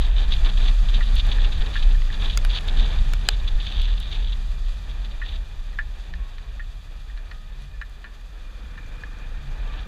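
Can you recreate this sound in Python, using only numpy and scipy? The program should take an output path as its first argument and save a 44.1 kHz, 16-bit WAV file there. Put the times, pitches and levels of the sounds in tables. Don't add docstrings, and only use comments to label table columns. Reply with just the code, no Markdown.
import sys
import numpy as np
from scipy import signal
from scipy.fft import rfft, irfft, next_fast_len
from scipy.io import wavfile
from scipy.ndimage import uniform_filter1d

SR = 44100
rng = np.random.default_rng(int(sys.argv[2]) if len(sys.argv) > 2 else 0)


def rack_gain(trim_db):
    fader = np.asarray(trim_db, float)
    return 10 ** (fader / 20)


def waveform_to_disk(signal):
    frames = np.transpose(np.atleast_2d(signal))
    scaled = np.clip(frames, -1, 1) * 32767
    samples = np.round(scaled).astype(np.int16)
    wavfile.write(sys.argv[1], SR, samples)


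N = 435266
T = np.arange(N) / SR

# time_s, level_db (below full speed)
AIR = [(0, -2), (.7, -1.5), (1.4, -3), (2.1, -4), (2.8, -3), (3.4, -7), (4.0, -7), (4.6, -12), (5.2, -12),
       (5.8, -16.5), (6.3, -15), (6.9, -20), (7.5, -19), (8.1, -23.5), (8.7, -20), (9.2, -18.5),
       (9.6, -12.5), (9.87, -16.5)]
# time_s, level_db (below full speed)
ROAD = [(0, -4), (0.598, 1.5), (1.5, -2), (2.4, -1.5), (3.0, -3), (3.6, -8.5), (4.6, -10.5), (5.3, -12.5),
        (6.2, -18), (7.0, -18), (8.1, -22.5), (9.0, -17), (9.87, -16.5)]
# centre_s, half_length_s, level_db
SHELTER = [
    (.12, 0.024, -1.5),
    (.265, .02, -0.5),
    (.77, 0.073, -5.5),
    (2.04, 0.073, -5),
    (4.67, 0.18, -3),
    (5.6, 0.13, -1),
]
# time_s, share (0 to 1)
SHEDDING = [(0, 0.0), (1.0, 0.0), (1.5, .3), (2.4, .1), (3.3, .5), (5.0, .8), (6.0, 1.0), (9.87, 1.0)]
# pitch_hz, width_hz, lift_db
FRAME = [(82.4, 18.4, 9.5), (131.3, 4.3, -5.5), (209, 5.2, 9.5), (427, 30, 4.5)]


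def evened(x):
    return x / np.sqrt(np.mean(x ** 2) + 1e-20)


def noise():
    return rng.standard_normal(N)


def column(rows, index, outside=None):
    table = np.transpose(rows)
    return np.interp(T, table[0], table[index], outside, outside)


def follow(full_speed_db, db_per_db, control=AIR):
    return full_speed_db + db_per_db * column(control, index=1)


def dips(rows):
    coarse_t = T[::64]
    bells = sum(db * np.exp(-((coarse_t - s) / half) ** 2) for s, half, db in rows)
    return bells.repeat(64)[:N]


def wander(per_s):
    steps = rng.standard_normal(800)
    path = np.interp(T * per_s, np.arange(len(steps)), steps)
    return evened(uniform_filter1d(path, int(SR / per_s)))


def add(mix, s, sound):
    part = mix[round(s * SR):][:len(sound)]
    part += sound[:len(part)]


def resonate(x, hz, width):
    r = np.exp(-np.pi * width / SR)
    if np.isscalar(hz):
        return 2 * signal.lfilter([1 - r], [1, -r * np.exp(2j * np.pi * hz / SR)], x).real
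    turn = np.exp(2j * np.pi * np.cumsum(hz) / SR)
    return 2 * (turn * signal.lfilter([1 - r], [1, -r], x / turn)).real


def colour(x, points, lifts):
    size = next_fast_len(N)
    hz = np.arange(size // 2 + 1) * SR / size + 1
    f, db = np.transpose(points)
    shape_db = np.interp(np.log(hz), np.log(f), db, -100, -100)
    shape_db += sum(lift / (1 + (2 * (hz - c) / w) ** 2) for c, w, lift in lifts)
    return evened(irfft(rfft(x, size) * rack_gain(shape_db), size)[:N])


def ring(modes, stretch, slow, rise_s, chance):
    t = T[:5000]
    out = np.zeros(len(t))
    for (hz, db, t60), (phase, detune) in zip(modes, chance):
        pitch_hz = hz * stretch * (1 + 0.051 * (detune - 0.5))
        out += rack_gain(db - 60 * t / (t60 * slow)) * np.sin(2 * np.pi * pitch_hz * t + phase)
    out = out * (1 - np.exp(-t / rise_s))
    return out / abs(out).max()


def splash(wet):
    band = signal.butter(4, [1100, 4500], "bandpass", fs=SR, output="sos")
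    return evened(signal.sosfilt(band, wet))


def buffet(steadiness=0.75, mass_hz=62):
    # pitch_hz, level_db (per Hz)
    fast_spectrum = [(10, -34), (18, -20), (25, -9), (31, 0), (37, -5), (46, -9), (55, -17), (64, -25)]
    # pitch_hz, level_db (per Hz)
    slow_spectrum = [(10, -55), (18, -17), (26, -7.5), (31, 1.5), (40, -4.5), (48, -4), (55, -7.5),
                     (64, -13)]
    # centre_s, half_length_s, level_db
    lulls = [(.45, 0.026, 4.5), (.51, 0.015, -10), (1.15, .03, 3.5), (1.28, 0.07, -0.5),
             (1.54, 0.025, -4.5), (1.6, 0.019, 8.5), (1.71, 0.076, -7.5), (1.86, 0.1, 5),
             (1.95, 0.027, 1.5), (2.14, 0.069, -5), (2.48, 0.039, 7), (2.6, 0.1, -11), (2.8, 0.024, 5.5),
             (2.92, 0.043, -6), (3.0, 0.037, 5), (3.1, .025, 0), (3.25, 0.063, -5), (3.5, 0.013, -6),
             (3.55, 0.02, 10), (3.7, 0.11, -7.5), (3.8, 0.034, 8.5), (3.92, 0.033, 4.5),
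             (4.07, 0.089, -5.5), (4.2, 0.026, 3), (4.5, 0.022, 4), (4.57, 0.033, -2.5), (4.67, 0.067, 4),
             (4.81, 0.05, -8.5), (5.1, 0.043, -3.5), (5.2, 0.036, 1.5), (5.3, 0.021, -6), (5.39, 0.031, 5),
             (5.5, 0.089, -4.5), (5.6, 0.028, 5), (5.8, 0.02, 5), (6.07, .04, -6), (6.18, 0.066, 3.5),
             (6.32, 0.037, -9), (6.44, 0.022, -14), (6.85, .04, -7), (7.15, 0.014, 10), (7.3, 0.029, -8),
             (7.43, 0.036, -7), (7.68, 0.046, -4), (7.8, 0.043, 4.5), (8.06, .03, -4), (8.79, 0.046, -5),
             (9.02, 0.019, -9), (9.43, 0.024, -11)]
    air, share = noise(), column(SHEDDING, index=1)
    fast = colour(air, fast_spectrum, [(32.023, 5.5, 4.6)])
    slow = colour(air, slow_spectrum, [])
    rock = (1 - share) * fast + share * slow
    swing = np.sqrt(uniform_filter1d(uniform_filter1d(rock ** 2, size=1400), size=1400))
    level_db = follow(-13, 1) + dips(lulls)
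    rock = rock / swing ** steadiness
    joined = np.roll(rock, -np.argmin(rock[:4000]))
    pushed = rack_gain(level_db) * evened(joined)
    mass = signal.butter(4, mass_hz, fs=SR, output="sos")
    return signal.sosfiltfilt(mass, pushed, padtype="even")


def rumble():
    # pitch_hz, level_db (per Hz)
    rumble_spectrum = [(35, -46), (60, -9.5), (108, -17), (140, -13.5), (173, -25), (204, -24.5),
                       (237, -34.5), (300, -35), (390, -110), (660, -120)]
    # centre_s, half_length_s, level_db
    smooth = [(.1, 0.072, -2), (.42, .07, -3), (.76, 0.027, -14), (1.05, 0.071, -4.5), (1.7, 0.15, -2.5),
              (2.2, 0.062, -5.5), (2.47, 0.065, -3.5), (3.1, .07, -2.5), (4.72, 0.064, -5.5),
              (5.28, 0.16, -4.5), (7.13, 0.075, -6), (7.88, 0.042, -2)]
    level_db = np.minimum(follow(-39, 0.92, ROAD), -42.5)
    level_db += 0.89 * dips(SHELTER) + dips(smooth) + 9.0 + 1.07 * wander(6)
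    return colour(noise(), rumble_spectrum, FRAME) * rack_gain(level_db)


def roar():
    # pitch_hz, level_db (per Hz)
    roar_spectrum = [(140, -27), (230, -2.5), (499, -6), (816, -3.5), (1370, -10.5), (1750, -2),
                     (2130, -14), (2400, -5), (3120, -18), (5280, -120)]
    # centre_s, half_length_s, level_db
    swells = [(.05, 0.056, 3), (.19, 0.025, 4.5), (.27, 0.041, -2.5), (.41, .04, -0.5), (.47, 0.021, 6.5),
              (.55, .03, -4.5), (.64, 0.058, 4.5), (.9, 0.056, -3), (1.4, 0.18, 3), (1.75, 0.065, 1.5),
              (2.22, 0.084, 3), (2.6, 0.062, 2), (2.85, 0.12, 5), (3.2, 0.055, -3), (4.95, .05, 2),
              (5.3, 0.065, 2.5), (6.75, 0.094, -4), (9.75, 0.15, 4)]
    flicker_db = (2.0 - 0.5 * column(SHEDDING, index=1)) * wander(21.927)
    level_db = follow(-46, 0.61) + dips(SHELTER) + dips(swells) + 2.5 + flicker_db
    return colour(noise(), roar_spectrum, FRAME) * rack_gain(level_db)


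def tyre_spray():
    # pitch_hz, level_db (per Hz)
    spray_spectrum = [(290, -32), (500, -20), (529, -2), (790, -11), (899, -23), (1130, -20.5),
                      (1270, -11.5), (1920, 0.5), (2450, -2.5), (2910, -7.5), (3450, -4), (5380, -16.5),
                      (15300, -33.5)]
    # pitch_hz, width_hz, lift_db
    walls = [(1161, 247, 18.5), (1674, 120, -13), (2276, 228, -42), (2395, 146, 21.5), (2780, 140, -0.5),
             (3440, 260, 4), (4630, 610, 6), (5400, 1200, -2.5), (6660, 2550, 7.5), (10430, 1050, 5.5)]
    # centre_s, half_length_s, level_db
    puddles = [
        (.12, 0.026, -10),
        (.265, .02, -5),
        (.65, 0.036, 1.5),
        (4.45, .06, 1),
        (4.72, .05, 2.5),
        (5.3, .08, -1),
        (7.63, 0.033, 5.5),
        (7.07, 0.085, -1),
    ]
    droplets = noise() * rack_gain(1.13 * wander(70))
    level_db = follow(-54.5, 0.61, ROAD) + 0.13 * dips(SHELTER) + dips(puddles)
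    level_db += 9.5 + 0.5 * wander(13)
    return colour(droplets, spray_spectrum, walls) * rack_gain(level_db)


def port(edge=2.5):
    # pitch_hz, level_db (per Hz)
    port_spectrum = [(600, -35), (1000, -16), (2050, -13.5), (2700, -6.5), (3560, 4), (4400, -0.5),
                     (4900, -12.5), (5250, -23), (6400, -21), (8500, -47), (10800, -39), (13000, -60)]
    # pitch_hz, width_hz, lift_db
    port_modes = [(3610, 610, 2.5), (2500, 730, 2), (4910, 1500, -5.5), (4205, 230, -9)]
    # start_s, length_s, level_db
    gusts = [(.0, 0.064, -36.5), (0.168, 0.073, -34.5), (0.309, 0.055, -33), (0.452, 0.019, -28),
             (0.604, 0.091, -32), (0.937, 0.039, -30.5), (1.162, 0.045, -28), (1.254, 0.094, -37),
             (1.398, 0.078, -38.5), (1.521, 0.064, -36.5), (1.734, 0.072, -34.5), (2.132, 0.017, -33.5),
             (2.204, 0.048, -36), (2.28, 0.068, -36), (2.498, 0.087, -29), (2.77, 0.09, -32.5),
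             (2.881, 0.11, -38.5), (2.537, 0.047, -25.5), (3.255, 0.012, -36), (3.29, 0.054, -36.5),
             (3.605, 0.127, -35.5), (3.741, 0.12, -32), (3.87, 0.071, -39), (4.01, .11, -39.5),
             (4.113, 0.054, -33.5), (4.166, 0.14, -40.5), (4.652, .1, -51), (4.889, 0.028, -44),
             (5.238, 0.13, -40), (9.677, 0.16, -47.5)]
    # time_s, peak_db
    spits = [(.25, -53), (0.334, -26.5), (.499, -34), (.54, -38), (2.258, -28), (1.034, -31), (1.071, -34),
             (1.203, -36), (1.326, -25.5), (1.455, -27), (1.62, -29), (1.747, -29), (1.919, -35.5),
             (2.105, -47), (7.625, -54), (2.693, -30), (3.406, -40), (3.453, -41), (3.484, -36),
             (3.515, -40), (3.981, -34.5), (4.334, -32), (5.052, -37), (5.119, -40.5), (9.798, -38.5)]
    # time_s, peak_db
    snaps = [(0.163, -20), (0.3244, -11.5), (0.572, -13.5), (0.6539, -27), (0.6734, -27), (0.886, -16.5),
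             (0.9398, -27), (1.1887, -26), (1.5229, -17.5), (1.6601, -19.5), (1.8252, -14), (2.1021, -30),
             (2.2214, -21), (2.296, -14), (2.5007, -19), (2.5401, -20), (2.6853, -28), (2.797, -14),
             (2.824, -32), (3.4772, -15.5), (3.7953, -22)]
    gust_edge_s = 0.0059
    spit_rise_s, spit_fall_s = 0.013, 0.0067
    snap_rise_s, snap_fall_s, snap_db = 0.0009, 0.012, -12
    power = rack_gain(follow(-46, 0.83) + dips(SHELTER) + 0.83 * wander(30)) ** 2

    lead_s = T[2000]
    t = T[:16000] - lead_s
    spit_away = abs(t) / np.where(t < 0, spit_rise_s, spit_fall_s)
    snap_away = abs(t) / np.where(t < 0, snap_rise_s, snap_fall_s)
    bursts = [(s, db, np.maximum(-t, t - length).clip(0) / gust_edge_s) for s, length, db in gusts]
    bursts += [(s, db, spit_away) for s, db in spits]
    bursts += [(s + snap_rise_s, db + snap_db, snap_away) for s, db in snaps]
    for s, db, away in bursts:
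        burst = rack_gain(2 * db - 7.5 - 14.3 * away ** edge)
        too_early = max(round((lead_s - s) * SR), 0)
        add(power, max(s - lead_s, 0), burst[too_early:])

    grains = rack_gain(1.8 * np.minimum(rng.exponential(1, N), 3.5))
    grains = grains * (rng.random(N) < 330 / SR)
    sputter = 0.92 + evened(signal.oaconvolve(grains, np.exp(-T[:400] / 0.0016))[:N])
    return np.sqrt(power) * colour(sputter * noise(), port_spectrum, port_modes)


def injector_ticks(chatter):
    # time_s, level_db
    injector_levels = [(0, -82), (.3, -87), (4, -86), (4.4, -84), (8.4, -87), (8.7, -82.5), (9.87, -83)]
    ticks = resonate(chatter, 13380 - 200 * (T > 8.55), 260)
    ticks = evened(resonate(resonate(ticks, 13300, 500), 13300, 500))
    return rack_gain(column(injector_levels, index=1)) * ticks


def mount():
    # centre_s, half_length_s, pitch_hz, level_db
    shakes = [(.27, 0.055, 205, -47), (.68, 0.061, 215, -45.5), (0.94, 0.049, 83, -35.5),
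              (0.964, 0.043, 210, -45.5), (1.1, 0.042, 220, -47.5), (1.32, 0.03, 216, -45),
              (1.9, 0.043, 128, -40), (1.75, 0.18, 210, -51), (2.19, 0.059, 196, -44),
              (2.84, 0.069, 210, -43), (3.1, 0.064, 123, -35), (2.65, 0.056, 435, -53),
              (2.85, 0.059, 440, -52), (3.32, 0.04, 428, -51.5), (3.25, 0.06, 200, -48),
              (3.8, .05, 71, -32.5), (3.2, .04, 82, -37), (2.78, .05, 71, -33), (1.6, 0.028, 62, -33),
              (5.35, 0.089, 66.4, -36), (0.86, 0.09, 720, -58), (0.54, 0.073, 750, -58),
              (7.35, 0.1, 1250, -61), (6.3, .2, 1100, -62), (6.9, .2, 1270, -64.5), (4.1, .05, 120, -47),
              (5.06, 0.042, 203, -51), (6.15, 0.068, 170, -49.5), (6.9, .03, 136, -53),
              (7.64, 0.068, 137, -48.5), (8.76, 0.041, 140, -52), (8.6, 0.036, 142, -50),
              (9.47, 0.059, 136, -43.5), (9.63, 0.078, 138, -48), (9.72, 0.079, 1170, -53.5),
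              (9.866, .01, 200, -45), (9.866, 0.0083, 400, -49), (3.43, 0.046, 58, -31),
              (1.58, .03, 85, -34), (2.4, .04, 77, -33), (7.5, .02, 1760, -58), (7.75, .025, 1750, -56),
              (9.13, .02, 1800, -56), (9.36, .02, 1830, -57)]
    out, t = np.zeros(N + SR), T[:16000] - T[8000]
    for (s, half, hz, db), push in zip(shakes, rng.standard_normal((len(shakes), 16000))):
        rough = evened(resonate(push, hz, 10))
        pure = np.sqrt(2) * np.sin(2 * np.pi * hz * t + push[0])
        add(out, s, rack_gain(db) * (0.34 * rough + pure) * np.exp(-(t / half) ** 2))
    return out[8000:N + 8000]


def drops_on_helmet():
    # time_s, peak_db, ring_hz, sharpness_db (per octave off 1750 Hz), ring_length (factor)
    drops = [(1.008, -23.5, 1800, 6, 0.67), (1.385, -27.5, 1710, 11, 0.42), (1.6175, -33, 1800, 4, 0.33),
             (1.756, -22, 1740, 2, 0.78), (1.95, -37, 1710, -16.5, 0.51), (2.019, -28.5, 1970, 20, 0.2),
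             (2.103, -30, 1760, 0, 0.15), (2.131, -35, 1710, 0, 1.0), (3.0041, -58, 1740, 9, 0.81),
             (3.586, -41, 1860, 0, 1.0), (3.881, -37, 1765, -5, 1.0), (5.217, -26, 1800, -4, 0.9),
             (5.7294, -40, 1800, 11, 1.0), (5.7889, -17, 1747, -7, 0.58), (6.139, -28, 1800, 8, 0.19),
             (6.383, -35.5, 1800, 17, 0.23), (6.5967, -30.5, 1800, -10, 0.72), (7.0997, -40, 1770, 0, 0.34),
             (7.1757, -36.5, 1750, 14, 0.47), (7.314, -30, 1816, 11, 0.54), (7.815, -25, 1726, 5, 0.61),
             (8.043, -31, 1755, 8, 1.0), (8.777, -34, 1710, 3, 0.89), (9.037, -27, 1740, 1, 0.2)]
    # pitch_hz, level_db, t60_s (time to fade by 60 dB)
    shell = [(1160, -5.5, 0.046), (1410, -4.5, 0.088), (1400, -3, 0.0056), (1710, 2, 0.093),
             (1800, 2, 0.14), (1903, 3, 0.051), (2440, -7.5, 0.069), (2910, -10, 0.05), (2150, -12, .015),
             (2660, -2, 0.019), (4150, -10, 0.021)]
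    out, t = np.zeros(N), T[:1600]
    chances = rng.random((len(drops), 11, 2))
    wets = rng.standard_normal((len(drops), 1600))
    for (s, db, hz, sharp_db, slow), chance, wet in zip(drops, chances, wets):
        slow = max(slow, 0.1)
        struck = [(f, d + sharp_db * abs(np.log2(f / 1750)), t60) for f, d, t60 in shell]
        add(out, s - 0.001, rack_gain(db) * ring(struck, hz / 1770, slow, 0.0011, chance))

        slap_fade = np.exp(-t / 0.0038) + 0.23 * np.exp(-t / 0.016)
        add(out, s - 0.001, rack_gain(db + 0.6 * sharp_db - 22.5) * splash(wet) * slap_fade)

        spread = evened(resonate(resonate(wet, hz, 500), hz, 700))
        spread_fade = (1 - np.exp(-t / 0.002)) * np.exp(-t / (0.025 * slow))
        add(out, s, rack_gain(db - 16.5) * spread * spread_fade)
    return out


def ticks_on_housing():
    # time_s, peak_db, low_db, middle_db, high_db (levels of the three rings)
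    ticks = [(1.155, -37, -10, -4, 6), (1.2676, -41, -4, -4, -1), (2.3739, -15, -1, -3, -7.5),
             (2.4492, -38, 20, -10, 8.5), (2.609, -43.5, 10, -2, -3), (2.678, -37, -4, -5, -6),
             (3.135, -28, 9.5, -1, -4), (3.2875, -20.5, -2, -1, -6), (3.817, -40.5, -2, -4, 1),
             (4.0013, -41, 3, -2, 5), (7.896, -55, 0, -2, 6), (8.2104, -58, 2, -4, 3),
             (7.62, -58, -4, -4, 3), (7.82, -59, -6, -2, 5)]
    # pitch_hz, level_db, t60_s
    case_low = [(804, -10, 0.018), (1576, 0, 0.016), (1880, 1, 0.0073), (2440, -1.5, 0.021),
                (2950, 2.5, 0.0092), (3840, -3, 0.017), (4580, 2.5, 0.0041)]
    # pitch_hz, level_db, t60_s
    case_mid = [(5540, 2, 0.011), (6500, 6.7, 0.0033), (7260, 3.5, 0.0067)]
    # pitch_hz, level_db, t60_s
    case_high = [(9900, -9, 0.0038), (9930, 9, 0.0028), (11230, 10, 0.0014), (12800, -5, 0.003),
                 (14700, -11, 0.0019)]
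    out, t = np.zeros(N), T[:1600]
    chances = rng.random((len(ticks), 7, 2))
    wets = rng.standard_normal((len(ticks), 1600))
    for (s, db, low_db, mid_db, high_db), chance, wet in zip(ticks, chances, wets):
        stretch = 0.892 + 0.2 * chance[0, 0]
        parts = ((case_low, low_db + 3.0), (case_mid, mid_db + 7.0), (case_high, high_db + 3.0))
        for modes, part_db in parts:
            add(out, s + 0.00046, rack_gain(db + part_db) * ring(modes, stretch, 1.0, 0.0001, chance))
        fizz = np.diff(wet, prepend=0) * np.exp(-t / 0.0017)
        add(out, s + 0.00044, rack_gain(db + 0.5 * high_db - 12) * fizz)
    return out


def brake():
    start_s, end_s, pitch_hz, level_db = 1.92, 2.12, 13160, -76
    touch = np.clip(np.minimum(T - start_s, end_s - T) / 0.02, 0, 1)
    squeak = evened(resonate(resonate(noise(), pitch_hz, 60), pitch_hz, 60))
    return rack_gain(level_db) * touch * squeak


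def drop_on_door():
    # pitch_hz, level_db, t60_s
    door = [(840, -12, 0.022), (1230, -24, 0.0073), (1710, 1, 0.0093), (2080, -4, .008), (2550, -4, 0.016),
            (3130, 1, .011), (4160, 0, 0.013), (4800, 1, 0.01), (6240, -6, 0.0076), (7600, -1.5, 0.0062),
            (9500, -17, 0.0035), (12500, -14, .004), (13900, -21, 0.0036)]
    hit_s, peak_db = 3.2877, -2.1
    out, t = np.zeros(N), T[:1600]
    chance = rng.random((len(door), 2)) * 0.45 + 0.4
    add(out, hit_s, rack_gain(peak_db) * ring(door, 0.97, 0.88, 0.0002, chance))
    slap = splash(rng.standard_normal(len(t))) * np.exp(-t / 0.0022)
    add(out, hit_s, rack_gain(peak_db - 19) * slap)
    return out


def exhaust(turns, chatter):
    # time_s, level_db
    exhaust_levels = [
        (7.6, -70),
        (8.3, -59),
        (8.6, -53.5),
        (8.9, -50.5),
        (9.2, -49),
        (9.5, -53),
        (9.7, -52),
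        (9.87, -48.5),
    ]
    # pitch_hz, width_hz, level_db
    pipe_modes = [(136, 50, 1), (211, 78, -3), (298, 45, -4.5), (491, 41, -4), (593, 43, -14),
                  (820, 120, -14), (1210, 120, -6.5), (1720, 320, -10)]
    pulses = sum(np.cos(2 * np.pi * (k * turns + 0.018 * k * k)) for k in range(3, 72))
    pipe = np.zeros(N)
    for k, (hz, width, db) in enumerate(pipe_modes):
        mode = evened(resonate(resonate(pulses, hz, width), hz, 2 * width))
        pipe += (-1) ** k * rack_gain(db) * mode * rack_gain(0.99 * wander(9.9))
    gas = evened(resonate(resonate(noise(), 1150, 540), 1670, 700))
    puffs = gas * (0.5 + 0.82 * np.exp(-(turns % 1) / 0.5))
    pipe = evened(pipe) + 0.8 * puffs

    valves = evened(resonate(resonate(0.0091 * noise() + chatter, 6300, 900), 6300, 900))
    valves = valves * np.exp(-(turns / 2 % 1) / 0.29)
    return rack_gain(column(exhaust_levels, index=1)) * (evened(pipe) + rack_gain(-16.5) * valves)


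def wall_buzz():
    # time_s, pitch_hz, level_db
    buzz_curve = [(7.7, 2440, -58), (8.0, 2410, -81), (8.4, 2420, -64), (8.47, 2400, -62), (8.6, 2420, -64),
                  (8.72, 2410, -69), (8.84, 2400, -51.5), (8.93, 2410, -61), (9.03, 2470, -55),
                  (9.12, 2410, -63), (9.23, 2440, -53), (9.3, 2430, -64), (9.87, 2400, -62)]
    hz = column(buzz_curve, index=1) + 12 * wander(11)
    buzz = evened(resonate(resonate(noise(), hz, 95), hz, 130))
    return rack_gain(column(buzz_curve, index=2, outside=-88) + 1.8 * wander(13)) * buzz


def engine():
    # time_s, firings_per_s
    firing = [(8.0, 22), (8.6, 23.4), (8.9, 24.3), (9.25, 25), (9.42, 25.3), (9.75, 26.4), (9.87, 26.6)]
    turns = np.cumsum(column(firing, index=1) * (1 + 0.00585 * wander(12))) / SR
    opening = turns / 2 % 1 < 0.4
    clicks = (rng.random(N) < (25 + 70 * opening) / SR) * rng.uniform(0.4, 1, N)
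    chatter = clicks + 0.008 * noise()
    return exhaust(turns, chatter) + wall_buzz() + injector_ticks(chatter)


def scene():
    steady = buffet() + rumble() + roar() + tyre_spray() + port() + mount() + brake() + engine()
    steady += rack_gain(-71) * noise()
    rain = drops_on_helmet() + ticks_on_housing() + drop_on_door()
    edge = signal.butter(16, 15150, fs=SR, output="sos")
    return (signal.sosfiltfilt(edge, steady, padtype="even") + rain)[None]


def top_cut(x):
    return signal.sosfilt(signal.butter(12, 15500, fs=SR, output="sos"), x)


def record(dry):
    limit = signal.butter(8, 15900, fs=SR, output="sos")
    limited = signal.sosfiltfilt(limit, dry, padtype="even")
    return top_cut(limited)


dry = scene()
out = record(dry)
waveform_to_disk(out)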